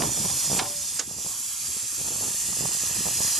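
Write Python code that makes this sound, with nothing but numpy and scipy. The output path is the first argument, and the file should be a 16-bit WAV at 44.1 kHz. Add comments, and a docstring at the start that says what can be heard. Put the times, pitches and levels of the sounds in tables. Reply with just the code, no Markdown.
"""In a field, a steam engine blows off through its safety valve: a bright jet hiss, combed by echoes off
nearby metal that shift as the hand-held microphone turns. One narrow peak of the hiss glides down.
A long steel lever clanks and rattles and a catch clicks, each blow a crack plus ringing modes.
The boiler rumbles underneath; wind buffets the microphone, popping mostly on the right port."""
import sys
import numpy as np
from scipy import signal
from scipy.fft import rfft, irfft, next_fast_len
from scipy.io import wavfile
from scipy.ndimage import uniform_filter1d, map_coordinates

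SR = 44100
rng = np.random.default_rng(int(sys.argv[2]) if len(sys.argv) > 2 else 0)


def dump(signal):
    """Clip the signal to [-1, 1] and save it as 16-bit WAV at the path in sys.argv[1]."""
    limited = np.clip(np.atleast_2d(signal).T, -1, 1)
    pcm = np.round(limited * 32767).astype(np.int16)
    wavfile.write(sys.argv[1], SR, pcm)


N = 149499

# Jet spectrum: freq_hz, left_db, right_db
JET_SPECTRUM = [(1350, -24.5, -23), (1980, -20, -20.5), (3150, -16, -16), (3930, -16.5, -15),
                (5340, -10.5, -8.5), (6950, -10.5, -2.5), (7700, -11.5, -2), (8060, -10, -3),
                (9330, -5, -9.5), (10640, -5.5, -19.5), (11660, -8, -18.5), (13300, -20, -32),
                (14100, -21, -29.5)]
# Narrow peaks and hollows: centre_hz, width_hz, left_db, right_db
JET_PEAKS = [(1510, 91, -8, -13), (1825, 170, 1, 2), (2280, 47, -4, -3), (3900, 51, -2, -1),
             (4760, 44, 0, -6), (5290, 50, -2, -4), (4900, 120, 0.5, 2.5), (6390, 130, 2, 3),
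             (7266, 130, 1, 3.5), (11030, 190, 2.5, 0)]
# Phase between ports: freq_hz, left_lead_rad
JET_PHASE = [(5500, 0.019), (7000, 0.41), (8500, 1.86), (10000, 1.86), (11300, 0.4), (14000, -0.69)]
# Likeness between ports: freq_hz, coherence
JET_COHERENCE = [(1300, 0.92), (1800, 0.95), (2600, 1), (3900, 1), (5200, 0.87), (7000, 0.77),
                 (10000, 0.74), (13500, 0.19)]
# Relative hiss level as heard, ducking after the clank and the click: time_s, level_db, dull_band_db
HEARD_HISS_LEVEL = [(0, -29.5, 3.5), (.2, -28, 0), (.45, -27, 0.5), (.58, -26, 0.5), (.625, -33, 2),
                    (.8, -30.5, -1), (.99, -31.5, 1), (1.015, -39.5, 2), (1.09, -35, -1.5), (1.17, -36, -1),
                    (1.26, -30.5, -2), (1.37, -30, -4), (1.47, -31, -2), (1.7, -30.5, 0), (1.95, -31, 0.5),
                    (2.15, -29, -0.5), (2.42, -28, -1), (2.56, -29.5, 1), (2.8, -28, 2), (2.93, -29, 3.5),
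                    (3.16, -27, 1), (3.21, -25.5, 1), (3.39, -24.5, 1.5)]


def steam_hiss():
    """Turbulent jet from the safety valve, combed by echoes, flickering in level."""
    def spread(hz):
        angle_rad = np.arccos(np.clip(spectrum(JET_COHERENCE, hz), -1, 1)) / 2
        return np.array([np.cos(angle_rad), np.sin(angle_rad)])

    def colour(hz):
        peaks_db = sum(np.outer(db, np.exp(-((hz - centre_hz) / width_hz) ** 2))
                       for centre_hz, width_hz, *db in JET_PEAKS)
        phase = np.exp(.5j * np.outer([1, -1], spectrum(JET_PHASE, hz)))
        return amp(spectrum(JET_SPECTRUM, hz) + peaks_db) * phase * highpass(hz, 900, 4)

    level_db, dull_band_db = curves(HEARD_HISS_LEVEL)
    mid, side = filtered(patchy_noise(depth_db=0.94), spread)
    left, right = filtered(np.array([mid + side, mid - side]), colour)
    jet = unit(np.array([metal_echoes(left, ECHO_DELAYS_LEFT, ECHO_GAINS_LEFT),
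                         metal_echoes(right, ECHO_DELAYS_RIGHT, ECHO_GAINS_RIGHT)]))
    dull = filtered(jet, lambda hz: lowpass(hz, 4200, 4))
    flicker_db = .25 * wobble(12) + .6 * wobble(45)
    return amp(level_db + 1.5 + flicker_db) * (jet - dull + amp(dull_band_db) * dull)


# Seven echo paths per port: time_s, delay_ms of each path
ECHO_DELAYS_LEFT = [(0.28, 0.584, 1.013, 1.1, 1.19, 1.277, 1.378, 1.49),
                    (0.8, 0.54, 1.018, 1.2, 1.193, 1.275, 1.382, 1.489),
                    (1.15, 0.585, 1.025, 1.1, 1.199, 1.272, 1.5, 1.55),
                    (1.5, 0.61, 1.034, 1.07, 1.208, 1.268, 1.5, 1.478),
                    (1.85, 0.579, 0.96, 1.2, 1.214, 1.4, 1.364, 1.4),
                    (2.2, 0.59, 1.021, 1.13, 1.206, 1.288, 1.3, 1.46),
                    (2.6, 0.58, 1.022, 1.14, 1.19, 1.289, 1.374, 1.508),
                    (2.95, 0.569, 1.04, 1.12, 1.187, 1.286, 1.362, 1.44),
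                    (3.25, 0.565, 1.043, 1.1, 1.185, 1.34, 1.345, 1.5)]
ECHO_DELAYS_RIGHT = [(0.28, 0.498, 0.845, 0.986, 1.2, 1.186, 1.272, 1.479),
                     (0.8, 0.51, 0.84, 0.975, 1.1, 1.21, 1.278, 1.486),
                     (1.15, 0.49, 0.82, 0.97, 1.131, 1.22, 1.28, 1.54),
                     (1.5, 0.51, 0.851, 0.965, 1.122, 1.23, 1.274, 1.481),
                     (1.85, 0.57, 0.78, 0.995, 1.136, 1.21, 1.23, 1.474),
                     (2.2, 0.53, 0.9, 1.014, 1.12, 1.215, 1.24, 1.495),
                     (2.6, 0.517, 0.829, 0.98, 1.1, 1.21, 1.303, 1.48),
                     (2.95, 0.53, 0.77, 0.992, 1.1, 1.21, 1.308, 1.43),
                     (3.25, 0.515, 0.76, 1.004, 1.2, 1.204, 1.307, 1.487)]
# Strength of the same paths: time_s, signed_gain of each path
ECHO_GAINS_LEFT = [(0.28, 0.03, -0.13, -0.037, 0.41, -0.13, 0.12, -0.15),
                   (0.8, -0.086, -0.047, -0.04, 0.32, -0.15, 0.2, -0.16),
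                   (1.15, -0.007, 0.09, 0.067, 0.35, -0.2, 0.066, -0.064),
                   (1.5, -0.037, -0.055, -0.11, 0.07, 0.23, -0.06, 0.1),
                   (1.85, -0.047, -0.1, -0.22, 0.088, -0.17, -0.15, -0.14),
                   (2.2, -0.1, 0.022, 0.29, 0.26, -0.12, 0.079, -0.17),
                   (2.6, -0.13, 0.34, 0.22, 0.14, -0.18, 0.1, -0.25),
                   (2.95, -0.13, 0.32, 0.19, 0.5, -0.1, 0.03, -0.2),
                   (3.25, -0.064, 0.36, -0.07, 0.33, -0.19, -0.082, -0.19)]
ECHO_GAINS_RIGHT = [(0.28, -0.11, 0.39, 0.23, 0.083, 0.27, -0.22, -0.12),
                    (0.8, -0.13, 0.13, 0.012, 0.035, 0.14, -0.29, -0.27),
                    (1.15, -0.15, 0.16, -0.15, -0.15, 0.26, -0.33, -0.11),
                    (1.5, -0.13, 0.0, -0.25, -0.2, 0.062, 0.34, 0.16),
                    (1.85, 0.047, 0.11, -0.28, -0.16, 0.069, -0.051, 0.14),
                    (2.2, -0.18, 0, -0.16, 0.088, 0.13, -0.08, -0.092),
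                    (2.6, -0.26, 0.01, 0.18, 0.19, 0.14, -0.35, -0.065),
                    (2.95, -0.2, 0.1, 0.28, 0.098, 0.15, -0.23, -0.17),
                    (3.25, -0.098, 0.034, 0.24, 0.24, 0.25, -0.12, -0.081)]


def metal_echoes(direct, delays_ms, gains):
    """Direct sound plus reflections off nearby metal, drifting as the microphone turns."""
    read_at = np.arange(N) - np.array(curves(delays_ms)) * SR / 1000
    return direct + np.sum(curves(gains) * map_coordinates(direct, [read_at], order=5), axis=0)


# Gliding peak of the hiss, relative level: time_s, pitch_hz, level_db
WHISTLE_GLIDE = [(1.3, 7580, -60), (1.75, 7500, -42), (2.0, 7290, -38), (2.3, 7310, -38), (2.75, 7340, -38),
                 (3.05, 7300, -39), (3.39, 7350, -50)]


def steam_whistle(width_hz=140, left_lead_rad=1):
    """A narrow band of hiss on a gliding centre."""
    pitch_hz, level_db = curves(WHISTLE_GLIDE)
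    a, b = filtered(rng.standard_normal((2, N)), lambda hz: lowpass(hz, width_hz, 2))
    phase = 2 * np.pi * np.cumsum(pitch_hz) / SR + np.array([[left_lead_rad], [0]])
    return amp(level_db) * pan_db(-3, 2) * unit(a * np.cos(phase) + b * np.sin(phase))


# Lever blows, relative levels: start_s, level_db, ring_db
LEVER_BLOWS = [(.02, -15.5, -3), (.249, -29, 1), (.299, -30, 4), (.5878, -16, -31), (.5912, -11, -9),
               (.595, -14, -2.5), (.608, -24, -3), (.621, -35, 1), (.627, -29, 10.5), (.64, -38, 3),
               (.655, -27.5, 3.5)]
# Lever modes: pitch_hz, level_db, t60_s
LEVER_MODES = [(582, -18, 1.2), (596, -24, .2), (721, -9, .15), (764, -4, .11), (805, 0, .06),
               (894, -11, .36), (1017, -5, .24), (1045, -5, .12), (1400, -8, .06), (1723, -11, .06),
               (2280, -9, .05), (2800, -9, .04), (3600, -9, .03), (4050, -6, .03)]


def lever():
    """A long steel lever rings as it clanks and rattles."""
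    clanks = struck(LEVER_BLOWS, LEVER_MODES, crack_db=4, crack_t60_s=0.05, crack_hz=[1200, 5200])
    return amp(-13.5) * pan_db(-.7, .7) * clanks


# Catch impacts, relative level: start_s, level_db
CATCH_BLOWS = [(0.9925, -13), (0.9952, -7), (0.997, -13), (1.001, -15), (1.011, -25)]
# Catch modes: pitch_hz, level_db, t60_s
CATCH_MODES = [(440, -19, 0.092), (474, -21, 0.09), (1080, -30, 0.08), (1510, -15, 0.076), (1540, -26, 0.1),
               (1703, -13, 0.083), (2980, -20, 0.044), (3600, -20, .04), (4530, -4.5, 0.029),
               (5190, -1, 0.021), (5430, 0, 0.024), (6200, -5, 0.029), (6670, 5, 0.022), (7140, 6.5, 0.011),
               (9500, -22, .02)]


def catch():
    """The catch snaps and bounces with a short, bright ring."""
    blows = [(start_s, level_db, 0) for start_s, level_db in CATCH_BLOWS]
    clicks = struck(blows, CATCH_MODES, crack_db=-9, crack_t60_s=0.14, crack_hz=[200, 7950])
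    return amp(-15.5) * pan_db(-3, 2.2) * clicks


def struck(blows, modes, crack_db, crack_t60_s, crack_hz, damped_after_s=.225):
    """Struck metal: each blow makes a noise crack and rings the modes anew."""
    out, t = np.zeros(N + SR), np.arange(SR // 2) / SR
    crack_band = signal.butter(2, crack_hz, 'bandpass', fs=SR)
    for start_s, level_db, ring_db in blows:
        ring = sum(amp(db + rng.normal(0, 1) - 60 * t / t60_s)
                   * np.sin(2 * np.pi * (hz * t + rng.random())) for hz, db, t60_s in modes)
        ring *= amp(ring_db) / (1 + (t / damped_after_s) ** 10)
        crack = unit(signal.lfilter(*crack_band, rng.standard_normal(len(t))))
        crack *= amp(crack_db - 60 * t / crack_t60_s)
        out[round(start_s * SR):][:len(t)] += amp(level_db) * (ring + crack)
    return out[:N]


# Boiler and exhaust spectrum: freq_hz, level_db
BOILER_SPECTRUM = [(18, -56), (30, -22), (76, -4), (123, -20.5), (641, -26.5), (685, -22), (1070, -13),
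                   (1600, -15), (2080, -32), (3520, -120)]


def boiler(below_hiss_db=25.5):
    """Boiler and exhaust rumble, following the heard level of the hiss."""
    level_db, _ = curves(HEARD_HISS_LEVEL)
    mid, side = filtered(patchy_noise(depth_db=3),
                         lambda hz: amp(spectrum(BOILER_SPECTRUM, hz)) * lowpass(hz, 1600, 6))
    rumble = unit(np.array([mid + 0.2 * side, mid - 0.18 * side]))
    return amp(level_db + 1.5 - below_hiss_db) * rumble


# Gusts, relative levels: time_s, buffet_db, flutter_db
WIND_ENVELOPE = [(0.0, -30.5, -36), (0.07, -31, -41), (0.16, -38.5, -48), (0.2, -36, -44.5),
                 (0.32, -37.5, -51), (0.41, -50, -55), (0.54, -38, -41), (0.65, -41, -42.5),
                 (0.76, -49.5, -62.5), (1.01, -56, -61), (1.17, -41, -52), (1.37, -56, -61),
                 (1.52, -57, -69), (1.56, -66, -67), (1.68, -41, -62), (1.81, -73, -57.5), (1.84, -47, -55),
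                 (1.89, -71, -68), (1.93, -43, -56), (1.96, -59, -65), (2.0, -37, -47), (2.03, -45.5, -51),
                 (2.2, -44, -53.5), (2.27, -44.5, -45.5), (2.38, -53, -63), (2.52, -39, -50),
                 (2.57, -53, -57), (2.61, -37.5, -43), (2.79, -57, -62), (2.83, -46, -55),
                 (3.23, -43, -49.5), (3.39, -58, -56)]
# Wind pops on the right port: time_s, peak_db, pitch_hz
WIND_POPS = [(0.001, -26, 337), (0.009, -19, 520), (0.024, -20, 406), (0.038, -13, 930), (0.046, -22, 490),
             (0.055, -17.5, 700), (0.074, -26, 710), (0.094, -21.5, 673), (0.178, -25, 606),
             (0.189, -26.0, 580), (0.211, -25, 283), (0.248, -24, 660), (0.256, -22, 666),
             (0.261, -23, 526), (0.299, -28, 740), (0.373, -27, 467), (0.445, -27, 770), (0.477, -26, 800),
             (0.501, -19.5, 650), (0.51, -29, 363), (0.517, -17, 566), (0.531, -15.0, 680),
             (0.55, -15.5, 750), (0.567, -26, 533), (1.079, -32.5, 262), (1.112, -29.5, 570),
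             (1.186, -28.5, 650), (1.249, -32.5, 470), (1.264, -24.5, 800), (1.276, -32.5, 505),
             (1.655, -37, 730), (1.767, -33, 377), (2.004, -35, 600), (2.014, -28, 500), (2.058, -32, 940),
             (2.086, -25.5, 630), (2.119, -27, 604), (2.126, -36, 440), (2.139, -28, 680),
             (2.161, -25, 870), (2.211, -26.5, 540), (2.226, -24.5, 730), (2.255, -31, 700),
             (2.273, -33, 450), (2.287, -31, 696), (2.307, -30, 570), (2.346, -30.5, 580), (2.49, -38, 226),
             (2.506, -36, 330), (2.571, -27.5, 494), (2.609, -22, 557), (2.617, -37, 493),
             (2.627, -27, 550), (2.639, -24.5, 430), (2.651, -21, 740), (2.657, -17, 770),
             (2.693, -30.5, 454), (2.751, -28.5, 616), (2.771, -28, 860), (2.836, -28, 517),
             (2.912, -24, 663), (3.008, -26, 352), (3.057, -22, 680), (3.067, -18.5, 720),
             (3.075, -21.5, 570), (3.086, -19.5, 760), (3.093, -29, 580), (3.205, -19, 590),
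             (3.219, -28, 760), (3.249, -22, 800)]
# Buffeting spectrum: freq_hz, level_db
BUFFET_SPECTRUM = [(15, -48), (30, -17), (59, -4), (81, -3), (134, -2.5), (371, -15), (450, -12),
                   (580, -23), (990, -120)]


def wind_buffet(thump_hz=148.7):
    """Low lumps of wind shake both ports together, with a thump under each pop."""
    buffet_db, _ = curves(WIND_ENVELOPE)
    time_s, peak_db, _ = np.transpose(WIND_POPS)
    lumps = amp(2 * wobble(18) + 2.5 * wobble(50)) * rng.standard_normal((2, N))
    mid, side = filtered(lumps, lambda hz: amp(spectrum(BUFFET_SPECTRUM, hz)) * lowpass(hz, 450, 6))
    buffet = amp(buffet_db - 1.5) * unit(mid + 0.13 * np.array([side, -side]))
    thumps = wavelets(time_s, peak_db - 10.5, np.full(len(time_s), thump_hz), width_cycles=0.59)
    return (buffet + thumps) * pan_db(-.9, .9)


# Port flutter spectrum: freq_hz, level_db
FLUTTER_SPECTRUM = [(60, -34), (200, 9.5), (500, 11), (850, 10), (1200, 5.5), (1600, -4), (2500, -32)]
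# Leak from right port to left: freq_hz, gain_db, phase_rad
PORT_LEAK = [(150, -0.5, 0.44), (292, -4.5, 0.61), (447, -11, 0.73), (674, -16, 2.7), (940, -25, 1.85),
             (1300, -13.5, 0.36)]


def wind_flutter(pop_cycles=0.56):
    """Wind flutters and pops on the ports, mostly the right, which leaks to the left."""
    def leak(hz):
        gain_db, phase_rad = spectrum(PORT_LEAK, hz)
        return amp(gain_db) * np.exp(1j * phase_rad)

    _, flutter_db = curves(WIND_ENVELOPE)
    time_s, peak_db, pitch_hz = np.transpose(WIND_POPS)
    ragged = amp(1.46 * wobble(25.08) + 4.4 * wobble(110)) * rng.standard_normal((2, N))
    flutter = unit(filtered(ragged, lambda hz: amp(spectrum(FLUTTER_SPECTRUM, hz))))
    left, right = amp(flutter_db + 6) * flutter
    right += wavelets(time_s, peak_db, pitch_hz, pop_cycles)
    left += wavelets(time_s, peak_db - 7, pitch_hz, pop_cycles)
    left = amp(-3.5) * filtered(left, lambda hz: highpass(hz, 380, 4))
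    return np.array([left + filtered(right, leak), right])


def wavelets(time_s, peak_db, pitch_hz, width_cycles):
    """One Gaussian tone burst of random phase per event."""
    pad = 1000
    offsets = np.arange(-pad, pad)
    cycles = np.outer(pitch_hz, offsets / SR)
    envelopes = amp(peak_db)[:, None] * np.exp(-(cycles / width_cycles) ** 2)
    waves = envelopes * np.cos(2 * np.pi * (cycles + rng.random((len(time_s), 1))))
    at = np.round(time_s * SR).astype(int)[:, None] + offsets + pad
    return np.bincount(at.ravel(), waves.ravel(), N + 2 * pad)[pad:N + pad]


def patchy_noise(depth_db):
    """Two white noises sharing time-frequency patches of random gain."""
    bins = signal.stft(rng.standard_normal((2, N)), nperseg=512)[2]
    patches = uniform_filter1d(rng.standard_normal(bins.shape[1:]), size=6, axis=0)
    patches = uniform_filter1d(patches, size=10, axis=1)
    return signal.istft(bins * amp(depth_db * unit(patches)), nperseg=512)[1][:, :N]


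def wobble(rate_hz):
    """Smooth random curve."""
    knots = rng.standard_normal(int(N * 200 / SR) + 4)
    return map_coordinates(knots, [np.arange(N) * rate_hz / SR])


def spectrum(rows, hz):
    """Table columns interpolated over log frequency."""
    freq_hz, *columns = np.transpose(rows)
    return np.squeeze([np.interp(np.log(hz + 1), np.log(freq_hz + 1), c) for c in columns])


def curves(rows):
    """Table columns interpolated over time, per sample."""
    time_s, *columns = np.transpose(rows)
    return [np.interp(np.arange(N) / SR, time_s, c) for c in columns]


def filtered(x, response):
    """x through a complex frequency response."""
    size = next_fast_len(N + SR // 4)
    return irfft(rfft(x, size) * response(np.fft.rfftfreq(size, 1 / SR)), size)[..., :N]


def lowpass(hz, corner_hz, order):
    return 1 / (1 + (hz / corner_hz) ** order)


def highpass(hz, corner_hz, order):
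    return 1 - lowpass(hz, corner_hz, order)


def amp(db):
    return 10 ** (np.asarray(db) / 20)


def pan_db(left_db, right_db):
    return amp([[left_db], [right_db]])


def unit(x):
    return x / np.sqrt(np.mean(x ** 2) + 1e-20)


def scene():
    """Metalwork, engine and wind in stereo."""
    metalwork = lever() + catch()
    engine = steam_hiss() + boiler() + steam_whistle()
    return metalwork + engine + wind_buffet() + wind_flutter()


def record(dry, low_cut_hz=36, top_hz=14250):
    """The microphone trims the deep bass and passes nothing above its band limit."""
    return filtered(dry, lambda hz: (hz < top_hz) / (1 - 1j * low_cut_hz / (hz + 1)) ** 2)


dry = scene()
out = record(dry)
dump(out)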